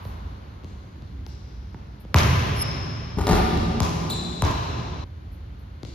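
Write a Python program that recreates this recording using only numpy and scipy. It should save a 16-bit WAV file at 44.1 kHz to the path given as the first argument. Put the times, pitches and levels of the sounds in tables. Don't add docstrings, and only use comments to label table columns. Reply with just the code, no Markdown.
import sys
import numpy as np
from scipy import signal
from scipy.io import wavfile

SR = 44100
rng = np.random.default_rng(int(sys.argv[2]) if len(sys.argv) > 2 else 0)


def store_pcm(level_fs):
    pcm = np.round(np.clip(level_fs, -1, 1) * 32767).astype(np.int16)
    wavfile.write(sys.argv[1], SR, np.atleast_2d(pcm).T)


N = 262262


def amp(db):
    return 10 ** (np.asarray(db) / 20)


def rms_one(x):
    return x / np.sqrt(np.mean(x ** 2) + 1e-20)


def cut(x, order, edge_hz, kind="low"):
    return signal.sosfilt(signal.butter(order, edge_hz, kind, fs=SR, output="sos"), x)


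def at_hz(points, hz):
    table_hz, table_value = np.transpose(points)
    return np.interp(np.log(hz), np.log(table_hz), table_value)


def drift(rate_hz, size):
    r = np.exp(-80 * np.pi * rate_hz / SR)
    noise = rng.standard_normal(size // 40 + 2002)
    slow = signal.lfilter([1], [1, -2 * r, r * r], noise)[2000:]
    return np.interp(np.arange(size) / 40, np.arange(len(slow)), rms_one(slow))


def ring(clicks, hz, t60_s):
    r, w = amp(-60 / (t60_s * SR)), 2 * np.pi * hz / SR
    return signal.lfilter([0, np.sin(w)], [1, -2 * r * np.cos(w), r * r], clicks + 1e-18)


def left_right(mid, side):
    return np.array([mid + side, mid - side])


PAN_TOP_HZ = 7500


def add(track, sound, start_s, lead=0., pan_db=0.):
    k, i = np.arange(len(sound)), int(start_s * SR)
    lowpass = signal.butter(2, PAN_TOP_HZ, fs=SR)
    for channel, sign in enumerate([1, -1]):
        late = np.interp(k - max(-sign * lead, 0), k, sound, left=0)
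        panned = (amp(sign * pan_db / 2) - 1) * signal.lfilter(*lowpass, late)
        track[channel, i:i + len(k)] += (late + panned)[:N - i]


# hz, side_re_mid_db
WIDTH = [(60, -34), (110, -18), (200, -10), (380, -3.5), (700, 2), (1290, 3.5), (2380, -5), (4400, -1.5),
         (8120, 0.5), (15000, -3)]
# hz, left_re_right_db
LEAN = [(60, -1), (180, -1), (550, 1), (1650, -0.5), (4970, 6.5), (15000, -4.5)]
DIFFUSE_TOP_HZ, SIDE_TOP_HZ = 14200, 10500


def diffuse_bands(size, gain_at):
    out, edges_hz = 0, 25 * 2 ** np.arange(0, 9.6, .5)
    white = cut(rng.standard_normal((2, 2, size)), 8, DIFFUSE_TOP_HZ)
    white[:, 1] = cut(white[:, 1], 6, SIDE_TOP_HZ)
    for k, (low_hz, high_hz) in enumerate(zip(edges_hz, edges_hz[1:])):
        mid, side = cut(white[k % 2], 2, [low_hz, high_hz], "band")
        hz = np.sqrt(low_hz * high_hz)
        lean = amp(at_hz(LEAN, hz) / 2 * np.array([[1], [-1]]))
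        out = out + gain_at(hz) * lean * left_right(mid, side * amp(at_hz(WIDTH, hz)))
    return out


# hz, relative_db_per_hz
RUMBLE = [(15, -59), (25, -63), (41, -18.5),(64, 4), (112, -11.5), (139, -14), (246, -21.5), (400, -30.5),
          (520, -63), (880, -93)]
# time_s, level_db
RUMBLE_LEVEL = [(0, -33), (.9, -39.5), (1.05, -35.5), (2.1, -39.5), (5.5, -36.5), (5.95, -40.5)]
# hz, relative_db_per_hz
AIR = [(120, -9), (200, -4.5), (326, -6.5), (946, -10.5), (5170, -22), (7280, -78), (8410, -65),
       (9380, -35), (12700, -33), (15000, -94)]
AIR_DB, EARLIER_RING_DB, EARLIER_RING_T60_S = -54, -47.5, 3.7
EARLIER_RING_HZ, EARLIER_RING_WIDTH_HZ, EARLIER_PEAK_DB = 1030, 350, 2.5


def room_tone():
    t = np.arange(N) / SR
    rumble = rms_one(diffuse_bands(N, lambda hz: amp(at_hz(RUMBLE, hz))))
    rumble = rumble * amp(0.5 * drift(0.69, N))
    rumble = rumble * amp(np.interp(t, *np.transpose(RUMBLE_LEVEL)))
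    air = rms_one(diffuse_bands(N, lambda hz: amp(at_hz(AIR, hz))))
    reversed_air = air[:, ::-1]
    peak = signal.iirpeak(EARLIER_RING_HZ, EARLIER_RING_HZ / EARLIER_RING_WIDTH_HZ, SR)
    earlier = reversed_air + amp(EARLIER_PEAK_DB) * signal.lfilter(*peak, reversed_air)
    earlier = earlier * amp(EARLIER_RING_DB - 60 * t / EARLIER_RING_T60_S)
    return rumble + air * amp(AIR_DB) + earlier


# start_s, length_s, relative_db
SWISHES = [(0.022, 0.087, -74.5), (1.26, 0.03, -78), (1.998, 0.023, -72.5), (5.313, 0.046, -79),
           (5.585, 0.041, -83)]


def swishes():
    t, swell = np.arange(N) / SR, np.zeros(N)
    for start_s, length_s, relative_db in SWISHES:
        u = np.clip((t - start_s) / length_s, 0, None)
        swell += amp(relative_db) * 9.3 * u * np.exp(1 - 2.35 * u)
    return swell * rms_one(cut(rng.standard_normal(N), 4, [9500, 14000], "band"))


def tick(centre_hz, t60_s=.0045, front=4):
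    t = np.arange(int(1.5 * t60_s * SR)) / SR
    burst = rng.standard_normal(len(t)) * amp(-60 * t / t60_s)
    burst[0] = front
    burst = cut(burst, 2, [centre_hz / 1.7, centre_hz * 1.7], "band")
    return burst / np.abs(burst).max()


def thump(low_hz=56, sweep=0.715, rise_s=0.0082, t60_s=0.15):
    t = np.arange(8000) / SR
    phase = 2 * np.pi * (low_hz * t + sweep * np.log(1 + t / .003))
    return np.sin(phase) * (1 - np.exp(-(t / rise_s) ** 2)) * amp(-60 * t / t60_s)


# start_s, tap_db, knock_db, knock_hz, thump_db, left_re_right_db
STEPS = [(.052, -35, -30.5, 544, -25.5, -3), (0.637, -45, -39, 390, -58, 8),
         (.645, -35.5, -32.5, 376, -26, 2), (1.022, -42, -36, 300, -31.5, 4),
         (1.2650, -30, -37.5, 850, -60, 9.5), (1.7440, -49, -33, 905, -25.5, -2),
         (2.05, -48, -34, 507, -29, -1), (3.544, -36, -41, 400, -14.5, 1),
         (3.575, -21.5, -21, 200.5, -21, 1), (5.8320, -28, -25, 334, -23.5, 5.5),
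         (5.85, -30.5, -35, 520, -45, 8)]
# multiple_of_knock_hz, re_knock_db, t60_s
SOLE_MODES = [(.5, 0, 0.0089), (1, -3, 0.02), (1.5, -0.5, 0.0032)]
TAP_HZ, STEP_SEND_DB = 3500, 1.5


def steps():
    direct, feed = np.zeros((2, N)), np.zeros((2, N))
    for start_s, tap_db, knock_db, knock_hz, thump_db, pan_db in STEPS:
        sound = amp(thump_db) * thump(low_hz=66.3, sweep=1.0, rise_s=0.0044, t60_s=0.072)
        click = np.arange(len(sound)) == 70
        for multiple, db, t60_s in SOLE_MODES:
            sound += amp(knock_db + db) * ring(click, knock_hz * multiple, t60_s)
        tap = amp(tap_db) * tick(TAP_HZ, .004, 6)
        sound[:len(tap)] += tap
        add(direct, sound, start_s, 0., pan_db)
        add(feed, amp(STEP_SEND_DB) * sound, start_s)
    return direct, feed[0]


# hz, t60_s
HALL_T60 = [(40, 1.15), (120, 4.6), (350, 3.56), (900, 2.55), (2400, 2.68), (5000, 3.14), (7500, 1.7),
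            (10600, 1.33), (13000, 0.71)]
# hz, relative_db
HALL_COLOUR = [(30, 6.5), (80, -7.5), (200, -4), (500, -6.5), (1200, -8), (2500, -0.5), (5000, -2),
               (9000, 2), (14000, -14.5)]


def hall(feed, level_db=-36, early_db=21.0, early_t60_s=0.15):
    t = np.arange(3 * SR) / SR
    tail = diffuse_bands(len(t), lambda hz: amp(at_hz(HALL_COLOUR, hz) - 60 * t / at_hz(HALL_T60, hz)))
    tail *= 1 - np.exp(-(t / .052) ** 2)
    tail *= 1 + amp(early_db - 60 * t / early_t60_s)
    return amp(level_db) * signal.fftconvolve(feed[None], tail, axes=1)[:, :N]


# hz, relative_db, t60_s
SLAP_MODES = [(2100, 1, .002), (3400, -2, .001), (5500, -4, .001), (11000, -3, .0008)]


def slap(thin_hz=700, dull_hz=15000):
    spike = np.zeros(600)
    spike[:5] = [-1, 0, 0, 0, 0] + .15 * rng.standard_normal(5)
    burst = sum(amp(db) * ring(spike, hz, t60_s) for hz, db, t60_s in SLAP_MODES)
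    burst = cut(burst, 2, [thin_hz, dull_hz], "band")
    return burst / np.abs(burst).max()


# start_s, slap_db, shell_db, thump_db, thump_send_db, left_lead_samples,
# left_re_right_db, echoes_db, end_wall_delay_s, first_flutter_db, loss_per_flutter_db, slap_send_db
BOUNCES = [(2.1440, 2, -14.5, -1.5, 4, 2.64, 0.82, -6.5, .0420, 1, 9, 3.5),
           (3.8036, -9.5, -19, -9.5, 1, 3.7, 5.7, -15.5, .0284, -4, 4, 5.5),
           (4.4220, -13, -19, -6.5, 2, 3.0, 2.6, -17, .0280, -2, 1.5, 8.5)]
# hz, relative_db, t60_s
BALL_MODES = [(233.4, 6, 0.011), (382, -0.5, 0.031), (482, -10.5, 0.0055), (732, -22, 0.07),
              (918, 3.5, 0.02), (1005, -6, 0.077), (1091, -15.5, 0.11), (827, -13, 0.042)]
# delay_s, re_echoes_db, centre_hz
ECHOES = [(.0180, -3, 4500), (.048, -8, 4500), (.061, -8, 3000), (.090, -6, 4500)]
END_WALL_DB, END_WALL_HZ = 0, 5000
SHELL_SEND_DB = 9.5
SHELL_LAG_CYCLES = 0.732
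THUMP_LAG_S = .002
CRACKLE_DB, CRACKLE_HZ = -12, 6500
FLUTTER_S, FLUTTER_ODD_DB = .0142, 1.5


def bounce(row, odd_db):
    (start_s, slap_db, shell_db, thump_db, thump_send_db, lead, pan_db,
     echo_db, wall_s, flutter_db, loss_db, slap_send_db) = row
    low = np.pad(thump(), (int(THUMP_LAG_S * SR), 0))
    k, shell = np.arange(len(low)), 0
    for (hz, db, t60_s), mode_odd_db in zip(BALL_MODES, odd_db):
        click = k == int(SHELL_LAG_CYCLES * SR / hz)
        shell = shell + amp(db + mode_odd_db) * ring(click, hz, t60_s)
    puff = np.pad(slap(), (0, len(low) - 600))
    parts = np.array([puff, shell, low]) * amp([slap_db, shell_db, thump_db])[:, None]

    direct, feed = np.zeros((2, N)), np.zeros((2, N))
    add(direct, parts.sum(0), start_s, lead, pan_db)
    add(direct, amp(CRACKLE_DB) * tick(CRACKLE_HZ), start_s, lead, pan_db)
    for delay_s, db, centre_hz in list(ECHOES) + [(wall_s, END_WALL_DB, END_WALL_HZ)]:
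        echo_lead = rng.uniform(-1.5, 1.5)
        add(direct, amp(echo_db + db) * tick(centre_hz), start_s + delay_s, echo_lead, pan_db / 2)
    for turn, (odd_level, odd_lead) in enumerate(rng.normal(0, 1, (6, 2))):
        gain = amp(flutter_db - loss_db * turn + FLUTTER_ODD_DB * odd_level)
        add(direct, gain * parts[1], start_s + FLUTTER_S * (turn + 1), odd_lead, pan_db / 2)
    add(feed, amp([slap_send_db, SHELL_SEND_DB, thump_send_db]) @ parts, start_s)
    return direct + hall(feed[0])


# start_s, length_s, pitch_hz, end_db, swell_db, sag_share, second_db, third_db,
# left_re_right_db, sharp_start_share, wobble_share
SQUEAKS = [(2.556, .048, 5320, -34, 16, .01, 6, -40, -2.0, 0, .013),
           (2.609, .012, 5310, -25.5, 6, .015, 6, -40, -2.0, .03, .009),
           (4.0965, .002, 4550, -41, -5, .03, -10, -8, 8.0, .03, .015),
           (4.0993, .005, 4000, -32, -7, .11, 0, 3, 8.0, .01, .01),
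           (4.110, .019, 4040, -27.5, 6, .085, -10, -2, 8.0, 0, .017)]
GRIP_S, LET_GO_S = .002, .008
LET_GO_DB, LET_GO_THIRD_DB = 5, 14


def squeaks(rough_db=3.5):
    out = np.zeros((2, N))
    for (start_s, length_s, hz, end_db, swell_db, sag, second_db, third_db,
         pan_db, sharp, wobble) in SQUEAKS:
        t = np.arange(0, length_s + LET_GO_S, 1 / SR)
        letting_go = np.clip((t - length_s) / LET_GO_S, 0, 1)
        bend = 1 + sharp * np.exp(-t / GRIP_S) - sag * np.minimum(2 * letting_go, 1)
        bend += wobble * drift(350, len(t))
        phase = 2 * np.pi * np.cumsum(hz * bend) / SR
        tone = np.sin(phase) + amp(second_db) * np.sin(2 * phase)
        tone += amp(third_db - LET_GO_THIRD_DB * np.sqrt(letting_go)) * np.sin(3 * phase)
        level_db = end_db - swell_db * np.clip(1 - t / length_s, 0, 1) - LET_GO_DB * letting_go ** 2
        level_db = level_db + rough_db * drift(320, len(t))
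        add(out, tone * np.minimum(t / GRIP_S, 1) * amp(level_db), start_s, 2.0, pan_db)
    return out


# start_s, relative_db, hardness_hz, clack_db
HOOP_BLOWS = [(3.172, -23, 151, -60), (3.185, -33, 900, -35), (3.205, -27, 405, -45),
              (3.269, -34, 2600, -18.5), (3.289, -32.5, 2580, -24.5), (3.310, -30.5, 2080, -46),
              (3.338, -28.5, 1800, -40)]
RATTLE_DB, RATTLE_T60_S, RATTLE_HARD_HZ = -11, 0.24, 1874


def rattle_level(t):
    start_s, db, hardness_hz, _ = np.transpose(HOOP_BLOWS)[:, :, None]
    decay = amp(db + RATTLE_DB - 60 * (t - start_s) / RATTLE_T60_S)
    remains = (t > start_s) * decay * hardness_hz / RATTLE_HARD_HZ
    return np.sqrt((remains ** 2).sum(0))


# hz (nominal), relative_db, t60_s
HOOP_MODES = [(91, 8, 0.06), (123.3, -5.5, 0.51), (173.2, 3, 0.11), (231.8, -4.5, 0.15), (288, -0.5, 0.045),
              (380, 4, 0.053), (437, 1, 0.075), (552, -6, 0.04), (613, -5, 0.093), (750, -5, 0.08),
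              (850, 13, 0.0099), (960, -0.5, 0.028), (1183, 5, 0.029), (1410, -4.5, 0.035),
              (1750, -0.5, 0.013), (2150, -6.5, 0.011), (2600, -19, 0.012)]
CLACK_HZ, CLACK_T60_S = 3000, .016
CLACK_EDGE_HZ, CLACK_EDGE_DB = 9000, 0


def hoop(rattles_per_s=1100):
    first_s = HOOP_BLOWS[0][0]
    t = np.arange(SR) / SR + first_s
    hits = rng.random(SR) < rattles_per_s / SR
    strength = amp(3.5 * np.minimum(rng.exponential(1, SR), 3.5))
    loose = hits * strength * rattle_level(t)
    contact = signal.lfilter([.3], [1, -.7], loose * rng.choice([-1, 1], SR))
    sound = sum(amp(db) * ring(contact, hz, t60_s) for hz, db, t60_s in HOOP_MODES)
    sound += amp(23.0) * cut(loose * rng.choice([-1, 1], SR), 2, [2000, 10000], "band")

    out = np.zeros((2, N))
    for start_s, level_db, hardness_hz, clack_db in HOOP_BLOWS:
        r = np.exp(-2 * np.pi * hardness_hz / SR)
        click = np.arange(SR) == int((start_s - first_s) * SR)
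        hit = amp(level_db + 3.0) * signal.lfilter([(1 - r) ** 2], [1, -2 * r, r * r], click)
        for hz, db, t60_s in HOOP_MODES:
            strength = amp(db + rng.normal(0, 3)) * rng.choice([-1, 1])
            sound += strength * ring(hit, hz * rng.normal(1, .03), t60_s)
        clack = tick(CLACK_HZ, CLACK_T60_S, 0)
        clack = clack + amp(CLACK_EDGE_DB) * tick(CLACK_EDGE_HZ, CLACK_T60_S, 0)
        add(out, amp(clack_db) * clack, start_s, lead=2.0, pan_db=4.0)
    add(out, sound, first_s, lead=3.4, pan_db=4.0)
    return out


RINGING_ENDS_S = 5.042


def scene():
    odd = rng.normal(0, 1.5, (len(BOUNCES), len(BALL_MODES)))
    ball = sum(bounce(row, odd_db) for row, odd_db in zip(BOUNCES, odd))
    feet, feet_feed = steps()
    dunk, rubber = hoop(), squeaks()
    before = np.clip((RINGING_ENDS_S - np.arange(N) / SR) / .002, 0, 1)
    other_feed = amp(3.0) * dunk.mean(0) + amp(1.0) * rubber.mean(0) + feet_feed * before
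    ringing = before * (ball + hall(other_feed) + dunk)
    late_ringing = hall(feet_feed * (1 - before))
    return feet + rubber + ringing + late_ringing + room_tone() + swishes()


LOW_CUT_HZ, CUTOFF_HZ = 43, 16500
PORT_NOTCH_HZ, PORT_NOTCH_WIDTH_HZ = 8500, 1700


def record(dry):
    dry = cut(dry, 4, LOW_CUT_HZ, "high")
    mid, side = (dry[0] + dry[1]) / 2, (dry[0] - dry[1]) / 2
    notch = signal.iirnotch(PORT_NOTCH_HZ, PORT_NOTCH_HZ / PORT_NOTCH_WIDTH_HZ, SR)
    mid = signal.lfilter(*notch, signal.lfilter(*notch, mid))
    rounded = .9 * np.tanh(left_right(mid, side) / .9)
    return signal.sosfilt(signal.cheby2(12, 70, CUTOFF_HZ, fs=SR, output="sos"), rounded)


dry = scene()
out = record(dry)
store_pcm(out)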